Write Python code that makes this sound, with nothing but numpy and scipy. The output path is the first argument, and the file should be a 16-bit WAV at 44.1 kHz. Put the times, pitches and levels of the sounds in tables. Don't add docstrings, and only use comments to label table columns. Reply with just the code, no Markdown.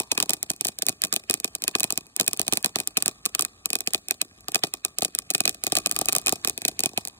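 import sys
import numpy as np
from scipy import signal
from scipy.fft import rfft, irfft, next_fast_len
from scipy.io import wavfile
from scipy.ndimage import uniform_filter1d, minimum_filter1d

SR = 44100
rng = np.random.default_rng(int(sys.argv[2]) if len(sys.argv) > 2 else 0)


def rack_gain(trim_db):
    fader = np.asarray(trim_db, float)
    return 10 ** (fader / 20)


def materialize(psi):
    bounded = np.clip(np.atleast_2d(psi).T, -1, 1)
    quanta = np.round(bounded * 32767).astype(np.int16)
    wavfile.write(sys.argv[1], SR, quanta)


N = 317079

THUMP_REF_DB = -25.5


def evened(x):
    return x / np.sqrt(np.mean(x ** 2) + 1e-20)


def read(points, hz):
    f, value = np.transpose(points)
    return np.interp(np.log(hz + 1), np.log(f + 1), value)


def shaped(x, response):
    size = next_fast_len(N + 8192)
    spectrum = rfft(x, size) * response(np.fft.rfftfreq(size, 1 / SR))
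    return irfft(spectrum, size)[..., :N]


def clicks(s, size):
    at = np.asarray(s)[:, None] * SR
    near = np.round(at).astype(int) + np.arange(-8, 9)
    pulse = np.sinc(near - at) * np.hanning(19)[1:-1]
    train = np.zeros(N + 64)
    np.add.at(train, np.clip(near, 0, N), size[:, None] * pulse)
    return train[:N]


def clumpy_pair(length):
    same, grain_db = 0.7, 4.5
    left, other, clumps = rng.standard_normal((3, length))
    clumps = rack_gain(grain_db * evened(uniform_filter1d(clumps, 40)))
    right = same * left + np.sqrt(1 - same ** 2) * other
    return evened(clumps * np.array([left, right]))


def jet():
    # start_s, hiss_db
    jet_level = [
        (0.0, -57.5),
        (2.26, -59),
        (2.38, -57),
        (3.02, -56.5),
        (5.02, -60),
        (5.97, -51),
        (7.19, -57.5),
    ]
    # frequency_hz, level_db
    jet_colour = [(40, 37), (120, 10), (400, 0), (1700, 1), (2500, -4.5), (5000, -7), (14000, -20),
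                  (16000, -33)]
    sparks_per_s, spark_spread_db, spark_db = 900, 2.5, -9
    gain_db, sputter_depth_db = 9, 1
    s, level_db = np.transpose(jet_level)
    spark_size = rack_gain(spark_spread_db * np.minimum(rng.exponential(1, N), 4))
    sparks = (rng.random(N) < sparks_per_s / SR) * spark_size
    slow = uniform_filter1d(uniform_filter1d(rng.standard_normal(N), 2000), 2000)
    sputter_db = sputter_depth_db * evened(slow)
    hiss = clumpy_pair(N) + rack_gain(spark_db) * evened(sparks * rng.choice([-1., 1.], N))
    hiss = shaped(hiss, lambda hz: rack_gain(read(jet_colour, hz)))
    return hiss * rack_gain(np.interp(np.arange(N) / SR, s, level_db) + gain_db + sputter_db)


def surroundings(shock, places=8):
    # delay_ms, level_db, fade_ms
    echo_list = [
        (6.77, -19, 0.98),
        (8.34, -23, 0.91),
        (10.6, -17, 2.4),
        (32.44, -18.5, 2.9),
    ]
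    debris_db, debris_t60_s = -2, .014
    field_db, field_t60_s = -18.5, 0.24
    t = np.arange(9000) / SR
    debris = rack_gain(debris_db - 60 * t / debris_t60_s) / np.sqrt(debris_t60_s * SR / 14)
    field = rack_gain(field_db - 60 * t / field_t60_s) / np.sqrt(field_t60_s * SR / 14)
    echoes = 0
    for delay_ms, db, fade_ms in echo_list:
        fade = (1000 * t > delay_ms) * np.exp((delay_ms - 1000 * t) / fade_ms)
        echoes = echoes + rack_gain(db) * fade / np.sqrt(fade_ms * SR / 2000)
    envelope = np.sqrt(debris ** 2 + field ** 2 + echoes ** 2) * np.minimum(t / 0.00044, 1)
    place = rng.integers(0, places, N // 64 + 1).repeat(64)[:N]
    scattered = 0
    for k in range(places):
        here = (shock * (place == k))[None]
        scattered = scattered + signal.oaconvolve(here, envelope * clumpy_pair(len(t)), axes=1)[:, :N]
    return scattered


def stars():
    # start_s, peak_db, thump_db
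    small_bursts = [(.4991,-13,-46),(.6487,-4.5,-39),(.6698,-5,-43),(.6856,-9.5,-15.5),(.7874,-11,-27.5),(.8934,-4.5,-21),(1.0491,-7,-23),(1.1401,-5,-41),
                    (1.5514,-7,-29.5),(1.6215,-10.5,-24),(1.6392,-5.5,-26),(2.802,-7,-17),(3.255,-3,-25),(3.4097,-2,-47),(3.7036,-7.5,-23),
                    (3.8065,-8,-24.5),(4.217,-3,-34.5),(4.7384,-6,-24.5),(5.0219,-5.5,-10),(5.1504,-3.5,-31),(5.6381,-4,-23),(5.6676,-2,-20),
                    (5.8709,-8.5,-26),(6.1248,-5.5,-23.5),(6.163,-6.5,-19),(6.184,-5,-29),(6.2622,-4.5,-22),(6.5777,-10.5,-17.5),(6.6835,-6,-20.5),(6.8365,-3,-17.5)]
    # start_s, peak_db, thump_db
    crumbs = [(.3395,-10.5,-36),(.5633,-25.5,-40),(.6822,-10,-32),(1.043,-14,-18),(1.1372,-13,-17),(1.4011,-12,-25),(1.7985,-5,-40),
              (2.0674,-32,-17.5),(2.2644,-15.5,-30),(2.3736,-14.5,-45),(2.5549,-21,-24),(2.6277,-16,-60),(3.788,-21,-39),(4.085,-9.5,-28),
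              (4.4076,-30.5,-27),(4.4837,-10.5,-16),(4.5195,-16.5,-25),(5.3107,-9,-23.5),(5.3803,-16,-23),(5.5459,-21,-23),(5.6466,-17,-32),
              (5.7859,-7.5,-22),(5.9559,-22,-38),(6.0156,-10,-23),(6.095,-14,-22),(6.2156,-21,-51),(6.6187,-14.5,-16.5),(7.0518,-11,-27),
              (7.0742,-12,-25),(7.0833,-16,-51),(.0192,-20,-25),(.5156,-14.5,-31),(.7852,-45,-33),(1.1575,-18.5,-37.5),(3.8638,-25,-35),
              (5.0083,-20,-35),(5.0321,-10,-31),(5.338,-15,-38),(5.8951,-19,-25),(5.923,-13,-25),(5.9318,-27,-42),(5.9455,-26,-38.5),
              (6.0696,-30,-37),(6.0726,-30,-35),(6.1185,-35,-32),(6.4849,-11,-35),(1.0699,-27,-35),(.2588,-26,-33)]
    # start_s, peak_db, body_db, thump_db
    dull_bursts = [(1.2377,-42,7,-0.5),(1.7547,-20,4,-8),(2.4662,-24,-22,-8),(2.7873,-13,-6,-11.5),(4.6389,-25.5,19.5,-30),(4.6477,-25,8,-10),
                   (5.0205,-34.5,-21,9.5),(5.1,-46,-3,-13),(5.676,-16.5,-20,-15),(5.7673,-13.5,8,-14),(6.0927,-17.5,8.5,-31),(6.269,-26,18,-22),
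                   (6.3596,-35,-22,-4.5),(6.9142,-44,-19,1),(6.933,-47.5,-13,14.5),(7.098,-44,10,-24)]
    # start_s, peak_db, body_db, thump_db (last two against the crack)
    clear_stars = [(.1194,-3,-6.5,-17),(.1773,-6,0.5,-13.5),(.5024,0.5,-11,-23.5),(1.0194,-3.5,-13,-36),(1.1629,-3,-6,-21),(1.31,0.5,-10,-34),
                   (1.7521,-11,8.5,-4),(1.9244,-2.5,-39,-20.5),(1.9763,1,-16,-28.5),(2.1644,-3.5,-16,-32),(2.2783,-4.5,-1.5,-29),(2.4157,-2,-16,-29),
                   (2.7584,-3,-2.5,-14.5),(2.9709,-1,-6,-25.5),(3.0244,1,-14.5,-36),(3.0601,0,-9.5,-23.5),(3.4501,-5.5,-9,-49),(3.7315,-2.5,-8.5,-25.5),
                   (4.6363,-16,10.5,0.5),(4.9857,-1,-13.5,-38),(5.0486,1.5,-11,-31),(5.3486,-3,-3,-18),(5.4939,-3,-8.5,-26),(5.7219,-1,-5.5,-15),
                   (5.9899,-0.5,-39,-28),(6.0134,-4,-17,-13.5),(6.1297,2,-25,-29.5),(6.1512,-0.5,-11.5,-30),(6.2703,-3.5,-12,-21.5),(6.3245,1.5,-44,-15)]
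    # start_s, peak_db, body_db, thump_db
    high_stars = [(.2018,-3.5,-2,-21),(.3059,-2.5,-11,-21.5),(.6518,-7.5,-3.5,-16),(1.127,-3.5,-5,-21.5),(1.8049,-3,-13.5,-27),(1.9052,-5.5,-6.5,-25),
                  (2.2799,1,-34,-22),(2.6454,-1.5,-4,-17.5),(3.0801,1,-16,-22.5),(3.2606,-1.5,-10.5,-33),(3.3499,-3.5,-5,-28),(3.3935,-2.5,-4.5,-23),
                  (3.4227,-3,-12.5,-55),(3.6577,-2,-13.5,-37),(3.9353,-3.5,-11.5,-29),(4.2151,-5,-7.5,-38),(4.5462,-3,-4,-29),(4.8497,-1,-11,-27),
                  (5.188,-2.5,-11,-58),(5.4049,-0.5,-5,-23),(5.77,-3.5,-3.5,-17.5),(5.8606,-2.5,-5,-23),(5.9132,-1,-14.5,-32.5),(6.0575,-7,-27,-25),
                  (6.2938,-4,-7,-25.5),(6.8052,-4.5,-13,-26.5)]
    # start_s, peak_db, body_db, thump_db
    middle_stars = [(.3344,-2,-10,-25),(.4293,-3,-14,-29.5),(.8222,-2.5,-6.5,-33),(.8663,-0.5,-22,-28),(.8856,-0.5,-8,-21),(1.038,-3,-6.5,-25.5),
                    (1.3405,0.5,-13,-26),(1.4451,-1.5,-6.5,-19),(1.6797,-0.5,-8.5,-23.5),(1.8322,-2,-9.5,-39),(2.1984,-3,-3,-16),(2.5727,-2,-10.5,-23),
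                    (2.66,-2.5,-9,-24),(2.8744,-1,-19,-35),(2.9751,-3.5,-8.5,-19),(3.7546,-2.5,-5.5,-22),(4.1097,0.5,-10,-27),(5.3509,-5.5,-4,-44),
                    (5.4546,-3.5,-3,-23.5),(5.7534,-1.5,-8.5,-27),(5.964,-6,-5.5,-23),(6.0862,1,-9,-22),(6.2819,-1.5,-7,-22),(6.4481,-3.5,-5.5,-22),
                    (6.4971,-4,-20,-24.5),(6.6512,-4,-3,-16),(6.6808,-3,-12,-26),(6.7928,-5,-9,-23.5)]
    # start_s, peak_db, body_db, thump_db
    low_stars = [(.001,-2.5,-14,-14.5),(.1163,-6,-2,-22),(.2266,-1,-10,-21),(.2944,-2,-11,-20),(.6102,-3.5,-14.5,-23.5),(1.2982,-2.5,-5.5,-13),
                 (1.8415,-3,-6.5,-17),(2.2109,-1.5,-8,-18.5),(2.3325,-3.5,-10.5,-25),(2.3954,-2.5,-9,-14.5),(2.4803,-3.5,-7,-17.5),(2.5248,-6,-2,-8),
                 (2.5351,0,-8,-28),(3.8737,-6.5,1,-17.5),(3.9465,-8,2.5,-13),(4.5568,-2.5,-2,-18.5),(5.3037,-2,-12,-26.5),(5.4778,-2.5,-5,-24),
                 (6.1647,0,-29,-23),(6.4746,-1,-13,-20),(6.8592,-1,-10,-19),(6.9764,-4.5,-4.5,-12)]
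    small_body_db, body_per_thump = -10.5, 0.55
    height_spread, bounce_spread_db = 0.32, 5.5
    phone_height_m, distance_m, sound_m_per_s = 1.4, 6, 343

    small = list(dull_bursts)
    for s, peak_db, thump_db in list(small_bursts) + list(crumbs):
        body_db = small_body_db + body_per_thump * (thump_db - THUMP_REF_DB)
        small.append((s, peak_db, body_db, thump_db))
    kinds = [(clear_stars, (0.448, -10)), (high_stars, (0.485, -0.83)), (middle_stars, (0.358, -0.93)),
             (low_stars, (0.242, -2.3)), (small, (0.345, -5.5))]
    rows = [(*star, *where) for kind, where in kinds for star in kind]
    s, peak_db, body_db, thump_db, height_m, bounce_db = np.transpose(rows)
    chance = rng.random((len(s), 2)) - .5
    height_m = height_m * (1 + height_spread * chance[:, 0])
    lag_ms = 2 * height_m * phone_height_m / distance_m / sound_m_per_s * 1000
    return s, peak_db, lag_ms, bounce_db + bounce_spread_db * chance[:, 1], body_db, thump_db


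def bursts():
    # start_s, knock_db
    knock_level = [(0, -25), (.4, 4.5), (1.2, 0), (1.8, -4.5), (2.6, -1), (3.3, 0), (4, 13), (4.6, 12.5),
                   (5.2, 11), (6, 14), (6.6, 4.5), (7.19, 11)]
    # frequency_hz, level_db
    far_colour = [(300, 4.5), (3000, 0), (8000, -6), (15000, -10.5)]
    crack_db, body_ref_db, grass_db = 5, -11.5, -4
    knock_hz, thump_hz, body_hz = 713, 896, 4140
    rupture_ms, rupture_db = 0.11, -8.5
    tube_ms, tube_db = 0.921, -10
    shard_count, shard_ms, shard_db = 3, 1.6, -6.5
    s, peak_db, lag_ms, bounce_db, body_db, thump_db = stars()
    size = rack_gain(peak_db + crack_db)
    body_share, thump_share = rack_gain(body_db - body_ref_db), rack_gain(thump_db - THUMP_REF_DB)
    torn = rng.random((len(s), 3))
    second_s = s + rupture_ms / 1000 * (.5 + torn[:, 0])
    second = -rack_gain(rupture_db) * torn[:, 1]

    def fronts(a, soak_db=0):
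        bounce = clicks(s + lag_ms / 1000, a * rack_gain(bounce_db + soak_db))
        return clicks(s, a) + clicks(second_s, a * second) + bounce

    deep = lambda hz: 1 / (1 + (hz / knock_hz) ** 6)
    low = lambda hz: 1 / (1 + (hz / thump_hz) ** 6)
    high = lambda hz: 1 / (1 + (body_hz / (hz + 1)) ** 4)

    crack = shaped(fronts(size, grass_db), high)

    body_size = size * body_share
    tube_size = rack_gain(tube_db) * body_size * np.sign(torn[:, 0] - .5)
    tube = clicks(s + tube_ms / 1000 * (.5 + torn[:, 2]), tube_size)
    late = rng.random((len(s), shard_count))
    snap = rng.standard_normal((len(s), shard_count))
    shard_s = s[:, None] + shard_ms / 1000 * late
    shards = clicks(shard_s.ravel(), (rack_gain(shard_db) * body_size[:, None] * snap).ravel())
    body = shaped(fronts(body_size) + shards + tube * [[1], [-1]], lambda hz: 1 - low(hz) - high(hz))

    push = -size * thump_share
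    knock = push * rack_gain(np.interp(s, *np.transpose(knock_level)))
    thump = shaped(clicks(s, push), deep) + shaped(clicks(s, knock), lambda hz: low(hz) - deep(hz))

    charge = (1 + body_share + thump_share) / 3
    shock = shaped(clicks(s, size * charge), lambda hz: rack_gain(read(far_colour, hz)))
    return crack + body + thump + surroundings(shock)


def scene():
    # start_s, palm_db, finger_db
    hand_shade = [(0, 13.5, 0.5), (.3, 5, 1.5), (.6, 1, -7), (1, -6, 2), (1.4, -1, -3), (1.75, 4.5, 0.5),
                  (2.2, 4, -1.5), (2.7, 5, -1.5), (3.1, -3, 4.5), (3.6, -1, 3), (4.1, -8.5, -5.5),
                  (4.5, 0, 2.5), (4.9, -3, 5), (5.4, -17, -3.5), (6, -3, 7), (6.35, 2, 2), (6.65, -2.5, -9),
                  (7.19, 9, 0)]
    palm_hz, finger_hz, width_hz = 950, 1220, 100
    plume = bursts() + jet()
    s, *shades_db = np.transpose(hand_shade)
    for dip_hz, shade_db in zip((palm_hz, finger_hz), shades_db):
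        dip = shaped(plume, lambda hz: np.exp(-.5 * ((hz - dip_hz) / width_hz) ** 2))
        plume = plume + dip * (rack_gain(np.interp(np.arange(N) / SR, s, shade_db)) - 1)
    return plume


def microphone(hz):
    # frequency_hz, level_db
    broad_colour = [(20, -98), (45, -24.5), (100, -5.5), (220, 1), (400, 1), (1000, -6.5), (1600, -2.5),
                    (3200, -1.5), (4800, 3), (10000, 6), (13000, 2.5), (15500, -4), (16800, -35),
                    (17300, -66)]
    # frequency_hz, width_hz, level_db
    resonances = [(530, 100, -5), (730, 160, 3.5), (920, 140, -5), (1170, 130, 3), (2160, 200, -6),
                  (2470, 220, 8), (2740, 110, -4), (5600, 600, -2.5)]
    # frequency_hz, lag_ms
    bass_lag = [(60, 9), (150, 8), (300, 6.5), (600, 4.5), (950, 4.5), (1150, 0.56), (1800, -0.23),
                (4000, -0.05), (9000, 0)]
    bells_db = sum(db * np.exp(-.5 * ((hz - f) / (w / 2)) ** 2) for f, w, db in resonances)
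    bells = np.log(rack_gain(bells_db))
    ring = -signal.hilbert(np.r_[bells, bells[-2:0:-1]]).imag[:len(hz)]
    late = -2 * np.pi * np.cumsum(read(bass_lag, hz)) / 1000 * hz[1]
    return rack_gain(read(broad_colour, hz) + bells_db) * np.exp(1j * (ring + late))


def smeared(x):
    smear_db, smear_ms, smear_hz = -14, 6, (900, 4000)
    ms = np.arange(-1000, 1001) / SR * 1000
    cloud = rng.standard_normal((2, len(ms))) * np.exp(-abs(ms) / smear_ms)
    band = signal.butter(2, smear_hz, "bandpass", fs=SR, output="sos")
    cloud = signal.sosfilt(band, cloud) / np.linalg.norm(cloud[0])
    return x + rack_gain(smear_db) * signal.oaconvolve(x, cloud, "same", axes=1)


def masked(mid, side, count=6):
    # frequency_hz, margin_db
    middle_margin = [(1700, 15), (2400, 7), (3100, 3.5), (4400, 2), (5000, -1), (6000, -4), (6500, 5.5),
                     (10000, 5), (10700, -6), (11500, 1), (12800, 3), (14000, 5), (15300, -8)]
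    side_margin_db, waver_db = 5.5, 2
    from_hz, floor_db, under_peak_db = 1300, -75, 19
    hz, _, z = signal.stft([mid, side], SR, nperseg=256, noverlap=192)
    blocks = z.shape[-1] // count
    power = abs(z[:, :128, :blocks * count].reshape(2, 32, 4, blocks, count) ** 2)
    power_db = 10 * np.log10(power.mean((2, 4)) + 1e-20)
    loudest_db = 10 * np.log10(power.mean(2).max(-1) + 1e-20)
    nearby_peak_db = -minimum_filter1d(-power_db, 9)
    quiet_db = np.maximum(floor_db, nearby_peak_db - under_peak_db)
    margin_db = [read(middle_margin, hz[2:128:4, None]), np.full((32, 1), side_margin_db)]
    waver = evened(uniform_filter1d(rng.standard_normal((32, blocks)), 4))
    margin_db = margin_db + waver_db * waver
    other_db = uniform_filter1d(power_db[::-1] - power_db, 3)
    keep = (other_db < margin_db) | (loudest_db > quiet_db + 3)
    keep = keep.repeat(4, axis=1).repeat(count, axis=2)
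    z[:, :128, :blocks * count] *= np.where(hz[:128, None] > from_hz, keep, 1)
    return signal.istft(z, SR, nperseg=256, noverlap=192)[1][:, :N]


def roll_off(x):
    return signal.sosfilt(signal.butter(12, 17140, fs=SR, output="sos"), x)


def record(dry):
    # frequency_hz, level_db
    beam_width = [(600, -76), (1000, 4.5), (1500, -18.5), (2600, -5), (3800, 6.5), (4900, 2.5), (5600, 8),
                  (6500, -10.5), (13000, -4.5), (16000, -9)]
    # frequency_hz, lead_rad
    left_lead = [(0, 0), (900, .3), (1080, -1.1), (1250, 2.1), (1370, 2.9), (1500, 3.25), (1650, 2.7),
                 (2250, 2.8), (2540, 2.2), (2700, 2.4), (3300, 3.2), (4300, 2.4), (4900, 2.95),
                 (5400, 2.65), (5800, 3.75), (7250, 5), (11700, 9.4), (15500, 12.9), (16500, 12.9)]
    ceiling, edge_hz, mono_hz, leak_db = .81, 17140, 640, -41.5
    mid = (dry[0] + dry[1]) / 2
    side = shaped((dry[0] - dry[1]) / 2, lambda hz: rack_gain(read(beam_width, hz)))
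    spread = lambda hz: np.exp(-1j * np.interp(hz, *np.transpose(left_lead)))
    left = shaped(mid + side, microphone)
    right = shaped(mid - side, lambda hz: microphone(hz) * spread(hz))
    left, right = smeared(np.clip([left, right], -ceiling, ceiling))
    edge = lambda hz: np.clip((edge_hz - hz) / 500, 0, 1)
    mid = shaped((left + right) / 2, edge)
    side = shaped((left - right) / 2, lambda hz: edge(hz) / (1 + (mono_hz / (hz + 1)) ** 8))
    mid, side = masked(mid, side + rack_gain(leak_db) * mid)
    return roll_off(np.array([mid + side, mid - side]))


dry = scene()
out = record(dry)
materialize(out)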